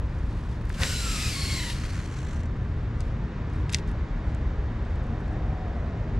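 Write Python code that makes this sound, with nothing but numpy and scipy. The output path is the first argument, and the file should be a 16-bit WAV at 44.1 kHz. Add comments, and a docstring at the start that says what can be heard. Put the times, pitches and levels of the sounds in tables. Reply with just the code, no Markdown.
"""At a pond, over a steady rumble of wind and far traffic, a baitcasting rod is cast close by.
The rod swishes and knocks. The spool whirs down in pitch as line hisses through the guides,
then loose coils flutter against the reel until it stops. A turn of the handle snaps the reel
back into gear with one sharp click, and slack line is wound in with faint ticks."""
import sys
import numpy as np
from scipy import signal
from scipy.fft import rfft, irfft, next_fast_len
from scipy.io import wavfile

SR = 44100
rng = np.random.default_rng(int(sys.argv[2]) if len(sys.argv) > 2 else 0)


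def file_out(sig):
    """Save sig as 16-bit WAV at sys.argv[1]."""
    # one column per channel
    cols = np.atleast_2d(sig).T
    # limit, then scale
    lim = np.clip(cols, -1, 1)
    pcm = np.round(lim * 32767).astype(np.int16)
    wavfile.write(sys.argv[1], SR, pcm)


N = 273023
TIME = np.arange(N) / SR
RELEASE_S, SLOWS_S, STOP_S = 0.8195, 1.715, 2.39  # the lure leaves, the lure slows, the spool stops

# Whir of the braked spool, sinking and faltering once:
# (time [s], pitch [Hz], fundamental trim [dB], overtone trim [dB], speed jitter [fraction])
WHIR_CURVE = [(.88, 1493, 1, -16, 0.03), (.98, 1442, -3.5, -8, .024), (1.07, 1344, 1, -6, .028),
              (1.15, 1279, 0, -2, 0.047), (1.24, 1285, -1, 2.5, 0.031), (1.285, 1246, 1, 1.5, .028),
              (1.32, 1160, -16, -1.5, 0.031), (1.37, 1106, 0, 1, 0.029), (1.53, 1070, -3.5, 1, .03),
              (1.6, 1026, -2.5, 1.5, .048), (1.69, 955, 0.5, -0.5, .045), (1.75, 931, -6, -4, .05)]
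# Its harmonics, lowest first: (base level at release [dB], growth [dB/s], jitter scale [factor])
WHIR_PARTIALS = [(-42, -9, .85), (-46, 2, 1.1), (-59, 7, 1.1), (-52, 3, 1.05)]
# Side plate resonances that lift a passing partial: (centre [Hz], width [Hz], boost [dB])
SIDE_PLATE = [(2920, 400, 8), (4410, 1040, 9.5)]


def spool_whir(spin_up_s=.08, jitter_hz=330, rasp_depth=0.23, rasp_hz=380, waver_hz=35, plate_db=-45):
    """The spool's rough whir sinks until the lure slows; its top partial sets the side plate rasping."""
    pitch, fundamental_db, overtone_db, jitter = in_time(WHIR_CURVE)
    pitch = pitch * (1 + .009 * drift(waver_hz))
    flown_s = np.minimum(TIME, SLOWS_S) - RELEASE_S
    whir = 0
    for k, (db, growth, jitter_scale) in enumerate(WHIR_PARTIALS, 1):
        # coils peel off unevenly: the pitch jitters, smearing the high partials most, and the level rasps
        partial_hz = k * pitch * (1 + jitter_scale * jitter * drift(jitter_hz))
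        phase = 2 * np.pi * np.cumsum(partial_hz) / SR
        tone = rms_one(np.sin(phase) * (1 + rasp_depth * drift(rasp_hz)))
        level_db = db + growth * flown_s + (fundamental_db if k == 1 else overtone_db)
        boost_db = sum(boost * nearness(k * pitch, hz, width) for hz, width, boost in SIDE_PLATE)
        waver_db = 1.8 * drift(waver_hz)
        whir += from_db(level_db + boost_db + waver_db) * tone
    plate_hz, plate_width, _ = SIDE_PLATE[-1]
    drive = nearness(len(WHIR_PARTIALS) * pitch, plate_hz, plate_width)
    plate = from_db(plate_db + overtone_db) * drive * narrow_tone(plate_hz, width_hz=420)
    return (whir + plate) * swell(RELEASE_S + spin_up_s, SLOWS_S, rise=600, fall=300)


# Hiss riding the pull of the line: (time [s], relative level [dB])
HISS_CURVE = [(.84, -35.5), (1.04, -38), (1.2, -35.5), (1.4, -38.5), (1.58, -38.5), (1.72, -43.5)]
# Colour of line on the guides: (frequency [Hz], relative level [dB])
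HISS_SPECTRUM = [(500, -5), (800, -12.5), (1500, -3.5), (2800, 1.5), (3400, -3), (5200, 0.5), (6700, -4),
                 (8500, -5.5), (10300, -10), (12500, -15.5), (14200, -25), (15500, -41)]
# Reel frame resonances under the running line: (centre [Hz], width [Hz], strength [dB])
FRAME_RESONANCES = [(3900, 790, 0), (7520, 600, -6)]
# Two high rings over the hiss: (time [s], lower ring level [dB], upper ring level [dB])
RING_CURVE = [(.85, -44, -60), (1.08, -44, -58), (1.24, -45, -57), (1.36, -55, -55), (1.48, -51, -51),
              (1.56, -44, -57), (1.72, -56, -55)]
# Squeals in the guides: (time [s], length [s], pitch [Hz], level [dB])
LINE_SQUEALS = [(.9, .04, 4830, -46), (.98, 0.064, 3990, -41.5), (1.19, .04, 3810, -46)]


def running_line(hiss_trim_db=2):
    """Line rubs through the guides while the lure flies, ringing high and squealing briefly."""
    flight = swell(RELEASE_S, SLOWS_S, rise=400, fall=220)
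    hiss_db = in_time(HISS_CURVE)[0] + hiss_trim_db
    hiss = from_db(hiss_db) * stereo_noise(HISS_SPECTRUM, FRAME_RESONANCES)
    lower_db, upper_db = in_time(RING_CURVE)
    rings = from_db(lower_db) * narrow_tone(7520, width_hz=430)
    rings += from_db(upper_db) * narrow_tone(10200, width_hz=900)
    squeals = sum(from_db(db) * bell(s, length) * narrow_tone(hz, width_hz=90)
                  for s, length, hz, db in LINE_SQUEALS)
    return flight * (hiss + rings) + squeals


# Colour of the rod's whoosh: (frequency [Hz], relative level [dB])
SWISH_SPECTRUM = [(200, -23), (550, 2.5), (900, -2), (1700, -1), (2300, -2), (3200, -11), (5000, -16),
                  (9000, -28.5), (15000, -35)]


def rod_swish(fastest_s=.828, whoosh_db=-32.5, whistle_hz=1950, whistle_db=-37, puff_db=-26):
    """The rod tears the air, whistling higher with its speed, and sends a low puff to the microphone."""
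    speed = swell(fastest_s, fastest_s, rise=287, fall=211.5)
    whistle = from_db(whistle_db) * narrow_tone(whistle_hz * speed ** 0.2, width_hz=330)
    whoosh = from_db(whoosh_db) * stereo_noise(SWISH_SPECTRUM)
    puff = from_db(puff_db) * stereo_noise(WIND_SPECTRUM)
    return speed * (whoosh + whistle + puff)


# Hits in rod and reel; the loudest are the knock of the cast and the snap into gear:
# (time [s], attack level [dB], band centre [Hz], decay t60 [s])
TACKLE_HITS = [(.654, -57, 8000, 0.011), (0.6952, -50, 8000, 0.0091), (0.7015, -36, 1150, 0.0039),
               (0.728, -53, 6500, 0.011), (0.8192, -33.5, 3600, 0.009), (.8342, -20, 2700, .005),
               (3.0058, -43, 5200, 0.018), (3.013, -50, 3400, .04), (3.5003, -63, 5460, 0.011),
               (3.5357, -60, 6400, 0.018), (3.6944, -37, 3200, 0.02), (3.7005, -47, 5400, 0.028),
               (3.7215, -41, 2600, 0.017), (3.726, -38, 6000, 0.017), (3.73, -40, 9000, .008),
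               (3.7342, -29.5, 3500, 0.012), (3.7373, -36.5, 3600, .04), (3.7454, -17.5, 4300, .018),
               (3.7521, -39, 2800, 0.048), (3.771, -48.5, 5200, .025), (3.7853, -41, 3800, 0.015),
               (3.891, -60, 7000, .012), (3.9146, -59, 8040, 0.013), (4.348, -51, 5200, 0.013),
               (5.068, -65, 8000, .01), (5.333, -66, 7500, 0.011)]
# Bright ring of the reel: (frequency [Hz], relative level [dB], t60 before hand damping [s])
REEL_MODES = [(2040, 6, 0.045), (2300, -0.5, .06), (2734, 2.5, .025), (3220, -5.5, 0.028), (3800, 1, 0.027),
              (4170, -3, .04), (5200, -1, 0.02), (5940, -4, .025), (6400, -5.5, .025), (6890, -1, .025),
              (7420, -9, 0.046), (9340, -9, .016)]
# Low modes of its body, ringing on under the hand: (frequency [Hz], relative level [dB], t60 [s])
BODY_MODES = [(1860, -21.5, 0.066), (1970, -17.5, 0.044), (2280, -14.5, .045), (2610, -22, .035)]


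def knocks_and_clicks(chatter=0.39, crack=3.3, band_ratio=1.74, tail_db=-26, tail_t60=0.051):
    """Each contact cracks, chatters and rings the reel and its body; the bank returns a faint tail."""
    out = np.zeros((2, N))
    t = TIME[:SR // 6]
    attack = t < .003
    click_band = signal.butter(3, [1400, 10000], "band", fs=SR, output="sos")
    for s, level_db, centre_hz, t60 in TACKLE_HITS:
        ring = sum((-1) ** k * damped_sine(t, hz, db + rng.normal(0, 1), decay)
                   for k, (hz, db, decay) in enumerate(REEL_MODES))
        grit = rng.standard_normal(len(t)) + 0.62 * rng.standard_normal((2, len(t)))  # centre + sides
        hand_damping = from_db(-60 * t / t60)
        tail = from_db(tail_db - 60 * t / tail_t60) * rng.standard_normal((2, len(t)))
        hit = (ring / np.abs(ring).max() + chatter * grit) * hand_damping + crack * (t == 0) + tail
        # harder, smaller parts sound higher; a band-pass trims the bass and the very top of every click
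        hit = band(hit, centre_hz / band_ratio, centre_hz * band_ratio)
        hit = signal.sosfilt(click_band, hit)
        body = sum(damped_sine(t, hz, db, decay) for hz, db, decay in BODY_MODES)
        start = round(s * SR)
        out[:, start:start + len(t)] += from_db(level_db) * (hit / hit[:, attack].std() + body)
    return out


# Accented flaps of loose line: (time [s], relative peak level [dB])
LINE_FLAPS = [(1.836, -36), (1.8915, -49), (1.9444, -41), (1.9825, -54), (2.0532, -43), (2.1211, -51),
              (2.174, -43), (2.2485, -46), (2.2832, -44), (2.3315, -46), (2.4025, -39.5), (2.432, -39.5),
              (2.4553, -42)]
# Colour of line brushing the frame: (frequency [Hz], relative level [dB])
BRUSH_SPECTRUM = [(1500, 12), (3500, 0.5), (5000, -5.5), (6100, 2), (7400, -7), (9000, -8), (12000, -23),
                  (15500, -38)]
# Ringing peaks in that brush: (centre [Hz], width [Hz], strength [dB])
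BRUSH_RESONANCES = [(4200, 350, 5.5), (5900, 400, -3), (7450, 500, 9)]


def line_flutter(start_s=1.76, turns_per_s=110, run_down_s=.75, brush_db=-45.5, sag_db_per_s=9,
                 flap_trim_db=-9, flap_rise_s=0.00081, flap_t60=0.043):
    """Loose line brushes the frame about once a turn; as the spool slows, single flaps stand out."""
    coasted_s = np.clip(TIME, start_s, STOP_S) - start_s
    turn_rate = turns_per_s * np.exp(-coasted_s / run_down_s + .3 * drift(45))
    turns = np.cumsum(turn_rate) / SR
    pulse_db = 4.5 * np.cos(2 * np.pi * turns) + 1.5 * drift(60)
    level = from_db(brush_db - sag_db_per_s * coasted_s) * swell(start_s, STOP_S, rise=220, fall=450)
    touch = level * rms_one(from_db(pulse_db))
    t = TIME[:SR // 20]
    flap = (1 - np.exp(-t / flap_rise_s)) * from_db(-60 * t / flap_t60)
    for s, peak_db in LINE_FLAPS:
        start = round(s * SR)
        touch[start:start + len(t)] += from_db(peak_db + flap_trim_db) * flap / flap.max()
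    return touch * stereo_noise(BRUSH_SPECTRUM, BRUSH_RESONANCES)


# Colour of line on the coasting spool: (frequency [Hz], relative level [dB])
RUSTLE_SPECTRUM = [(1200, -23), (2000, 4), (3500, -1), (5200, -0.5), (7000, -10), (9500, -8.5),
                   (12500, -21), (15500, -34)]


def coasting_rustle(level_db=-43, grain_db=3, ring_width_hz=450, ring_db=5):
    """Line rustles on the coasting spool and keeps the side plate faintly ringing."""
    level = from_db(level_db + grain_db * drift(133)) * swell(SLOWS_S, SLOWS_S, rise=120, fall=44)
    stop = swell(0, STOP_S, rise=0, fall=300)
    plate_hz = SIDE_PLATE[-1][0]
    return level * stop * stereo_noise(RUSTLE_SPECTRUM, [(plate_hz, ring_width_hz, ring_db)])


# Shifts of the hand on the grip: (time [s], length [s], level [dB])
GRIP_SHIFTS = [(.37, 0.41, -61.5), (0.755, 0.1, -52), (2.7, 0.35, -73.5), (3.05, 0.084, -65),
               (3.57, 0.098, -66), (3.755, 0.059, -50), (3.89, 0.029, -57), (4.3, 0.081, -70)]
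# Colour of sleeve and skin rubbing: (frequency [Hz], relative level [dB])
SLEEVE_SPECTRUM = [(1500, 0.5), (3500, 6.5), (6500, -0.5), (9000, -5.5), (12000, -14.5), (15500, -26)]


def grip_rubs(grain_db=2.5, resting_db=-84):
    """Sleeve and hand rub faintly on the grip, each shift a soft, grainy stroke."""
    strokes = sum(from_db(db) * bell(s, length) for s, length, db in GRIP_SHIFTS)
    grain = from_db(grain_db * drift(120))
    return (strokes + from_db(resting_db)) * grain * stereo_noise(SLEEVE_SPECTRUM)


def winding_in(start_s=4.85, end_s=5.3, ticks_per_s=22, tick_db=-59, tick_t60=.012, rub_db=-85):
    """Slack line slides back through the guides with faint, high, random ticks."""
    impulses = (rng.random(N) < ticks_per_s / SR) * rng.random(N)
    decay_per_sample = from_db(-60 / (tick_t60 * SR))
    ticks = signal.lfilter([1], [1, -decay_per_sample], impulses + 1e-18)
    level = (from_db(tick_db) * ticks + from_db(rub_db)) * swell(start_s, end_s, rise=25, fall=25)
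    return level * rms_one(band(stereo_noise(HISS_SPECTRUM), 5800, 10000))


# Colour of buffeting air: (frequency [Hz], relative level [dB])
WIND_SPECTRUM = [(15, -18), (30, -2), (45, 3), (65, 3), (90, -0.5), (125, -5), (165, -8), (200, -12),
                 (260, -15), (350, -21.5), (600, -35.5), (1200, -83)]


def wind(level_db=-29.5, growth_db_per_s=0.15):
    """Wind lays down a low rumble, slowly freshening."""
    return from_db(level_db + growth_db_per_s * TIME) * stereo_noise(WIND_SPECTRUM)


# Rise and fall of the airy bed: (time [s], level [dB])
AIR_CURVE = [(0, -45.5), (1.5, -48), (3.5, -44), (6.19, -44.5)]
# Its colour: (frequency [Hz], relative level [dB])
AIR_SPECTRUM = [(200, -16), (330, -1.5), (520, -2), (700, -6), (850, -6.5), (1000, -4), (1350, -8),
                (1800, -8.5), (2800, -19.5), (3700, -23.5), (5000, -28.5), (7000, -35), (10000, -54),
                (15000, -83.5)]
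# A faint high ring in it: (centre [Hz], width [Hz], strength [dB])
AIR_RESONANCE = [(3690, 97, 3.4)]


def air_wash():
    """A soft wash of air comes from the trees and the distance."""
    return from_db(in_time(AIR_CURVE)[0]) * stereo_noise(AIR_SPECTRUM, AIR_RESONANCE)


# Colour of the far road: (frequency [Hz], relative level [dB])
ROAD_SPECTRUM = [(250, -15), (420, -6), (520, 1), (720, 0.5), (880, -11.5), (1200, -16), (2500, -36)]
# Its hum: (centre [Hz], width [Hz], strength [dB])
ROAD_HUM = [(510, 13, -7)]
# Singing tyres, gliding down: (time [s], pitch [Hz], level [dB])
TYRE_CURVE = [(4.3, 790, -70), (5.0, 770, -58), (5.4, 749, -51.5), (5.7, 726.5, -48), (5.9, 652.6, -50.5),
              (6.19, 615, -62)]


def far_traffic(nearest_s=5.6, pass_db=-45.5, road_db=-60.5):
    """Traffic swells out of a steady road wash, its engine tones and singing tyres falling in pitch."""
    passing = from_db(pass_db) * swell(nearest_s, nearest_s, rise=7, fall=6)
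    road = np.hypot(passing, from_db(road_db)) * stereo_noise(ROAD_SPECTRUM, ROAD_HUM)
    pitch_sag = 1 - .04 * (TIME - nearest_s)
    engine = from_db(-10) * narrow_tone(409 * pitch_sag, width_hz=9.9)
    engine += from_db(-13) * narrow_tone(808 * pitch_sag, width_hz=8)
    tyre_hz, tyre_db = in_time(TYRE_CURVE)
    tyres = from_db(tyre_db) * narrow_tone(tyre_hz, width_hz=60)
    return road + passing * engine + tyres


# Tones of a far engine: (pitch [Hz], width [Hz], base level at mid-scene [dB], growth [dB/s])
DRONE_TONES = [(54.57, 8.3, -43, 1.5), (80.8, 5.1, -41, -0.5), (110.7, 11.3, -43, -1),
               (134.3, 11.2, -45.5, -0.5), (228.7, 10, -51.5, 1.5), (308.2, 2.9, -53, -1),
               (395.3, 11, -62, 2), (420, 8.6, -58.5, 0.5)]
# Swell over all of them: (time [s], trim [dB])
DRONE_CURVE = [(0, -3), (2, -3.5), (2.8, 2.5), (6.19, 2)]


def engine_drone():
    """A far engine drones in low, wavering tones that swell together."""
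    from_middle_s = TIME - TIME.mean()
    tones = sum(from_db(db + growth * from_middle_s) * narrow_tone(hz, width)
                for hz, width, db, growth in DRONE_TONES)
    return from_db(in_time(DRONE_CURVE)[0]) * tones


# Stereo width of the noise layers: (frequency [Hz], side against mid [dB])
STEREO_WIDTH = [(60, -33.5), (125, -36), (250, -21.5), (500, -13.5), (1000, -13.5), (2000, -11), (8000, -9),
                (15000, -6)]


def stereo_noise(spectrum, resonances=()):
    """Coloured noise of rms 1, centred in the bass and wider in the treble."""
    size = next_fast_len(N)
    hz = np.fft.rfftfreq(size, 1 / SR)
    peaks = sum((from_db(db) * nearness(hz, centre, width)) ** 2 for centre, width, db in resonances)
    roll_off = np.minimum(1, hz / spectrum[0][0]) ** 2 / np.maximum(1, hz / spectrum[-1][0]) ** 2
    colour = gain_at(spectrum, hz) * np.sqrt(1 + peaks) * roll_off
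    mid, side = rfft(rng.standard_normal((2, size))) * colour
    side = side * gain_at(STEREO_WIDTH, hz)
    return rms_one(irfft(np.array([mid + side, mid - side]), size)[:, :N])


def narrow_tone(hz, width_hz):
    """A tone whose level and phase wander, smearing it over a narrow band."""
    phase = 2 * np.pi * np.cumsum(hz * np.ones(N)) / SR
    return rms_one(drift(width_hz) * np.cos(phase) + drift(width_hz) * np.sin(phase))


def damped_sine(t, hz, db, t60):
    """One struck mode ringing out."""
    return from_db(db - 60 * t / t60) * np.sin(2 * np.pi * hz * t)


def drift(rate_hz):
    """Smooth random modulation of rms 1."""
    size = next_fast_len(N)
    hz = np.fft.rfftfreq(size, 1 / SR)
    smoothed = rfft(rng.standard_normal(size)) / (1 + (hz / rate_hz) ** 2) ** 2
    return rms_one(irfft(smoothed, size)[:N])


def swell(start_s, end_s, rise, fall):
    """Envelope that holds 1 from start to end; rise and fall are its slopes in dB/s."""
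    return from_db(-rise * np.maximum(start_s - TIME, 0) - fall * np.maximum(TIME - end_s, 0)) + 1e-12


def bell(middle_s, length_s):
    """A soft bell-shaped envelope."""
    return np.exp(-2 * ((TIME - middle_s) / length_s) ** 2)


def nearness(hz, centre_hz, width_hz):
    """1 on a resonance, falling away on both sides."""
    return 1 / (1 + (2 * (hz - centre_hz) / width_hz) ** 2)


def band(x, low_hz, high_hz):
    """Gentle band-pass."""
    sos = signal.butter(2, [low_hz, min(high_hz, SR / 2 - 1000)], "band", fs=SR, output="sos")
    return signal.sosfilt(sos, x)


def in_time(rows):
    """Each column of an automation curve, at every sample."""
    times, *columns = np.transpose(rows)
    return [np.interp(TIME, times, column) for column in columns]


def gain_at(spectrum, hz):
    """Gain of an EQ curve, joined on a log-frequency axis."""
    knots, db = np.transpose(spectrum)
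    return from_db(np.interp(np.log(hz + 1), np.log(knots), db))


def from_db(db):
    """Decibels to gain."""
    return 10 ** (np.asarray(db) / 20)


def rms_one(x):
    """Scale to unit rms."""
    return x / np.sqrt(np.mean(x ** 2) + 1e-20)


# How far the left channel trails the right: (frequency [Hz], phase lag [rad])
LEFT_LAG = [(0, 0.049), (520, 0.22), (3000, 0.66), (6000, 0.23), (10000, 0.45), (16000, 0.041)]


def lag_left(left, margin=SR // 10):
    """Set the left channel slightly behind in phase."""
    padded = np.pad(left, margin, mode="reflect", reflect_type="odd")
    size = next_fast_len(len(padded))
    lag = np.interp(np.fft.rfftfreq(size, 1 / SR), *np.transpose(LEFT_LAG))
    return irfft(rfft(padded, size) * np.exp(-1j * lag), size)[margin:margin + N]


def scene():
    """Close tackle over the outdoor bed; the tackle, wind and drone lean slightly left."""
    cast = rod_swish() + running_line() + spool_whir() + coasting_rustle() + line_flutter()
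    tackle = cast + knocks_and_clicks() + grip_rubs() + winding_in()
    tackle_pan, low_pan = from_db([[.5], [-.5]]), from_db([[.3], [-.3]])
    bed = low_pan * wind() + air_wash() + far_traffic() + low_pan * engine_drone()
    left, right = tackle_pan * tackle + bed
    return np.array([lag_left(left), right])


def record(dry):
    """A steep low-pass takes off the top above 15.7 kHz."""
    return signal.sosfilt(signal.ellip(10, .1, 80, 15700, fs=SR, output="sos"), dry)


dry = scene()
out = record(dry)
file_out(out)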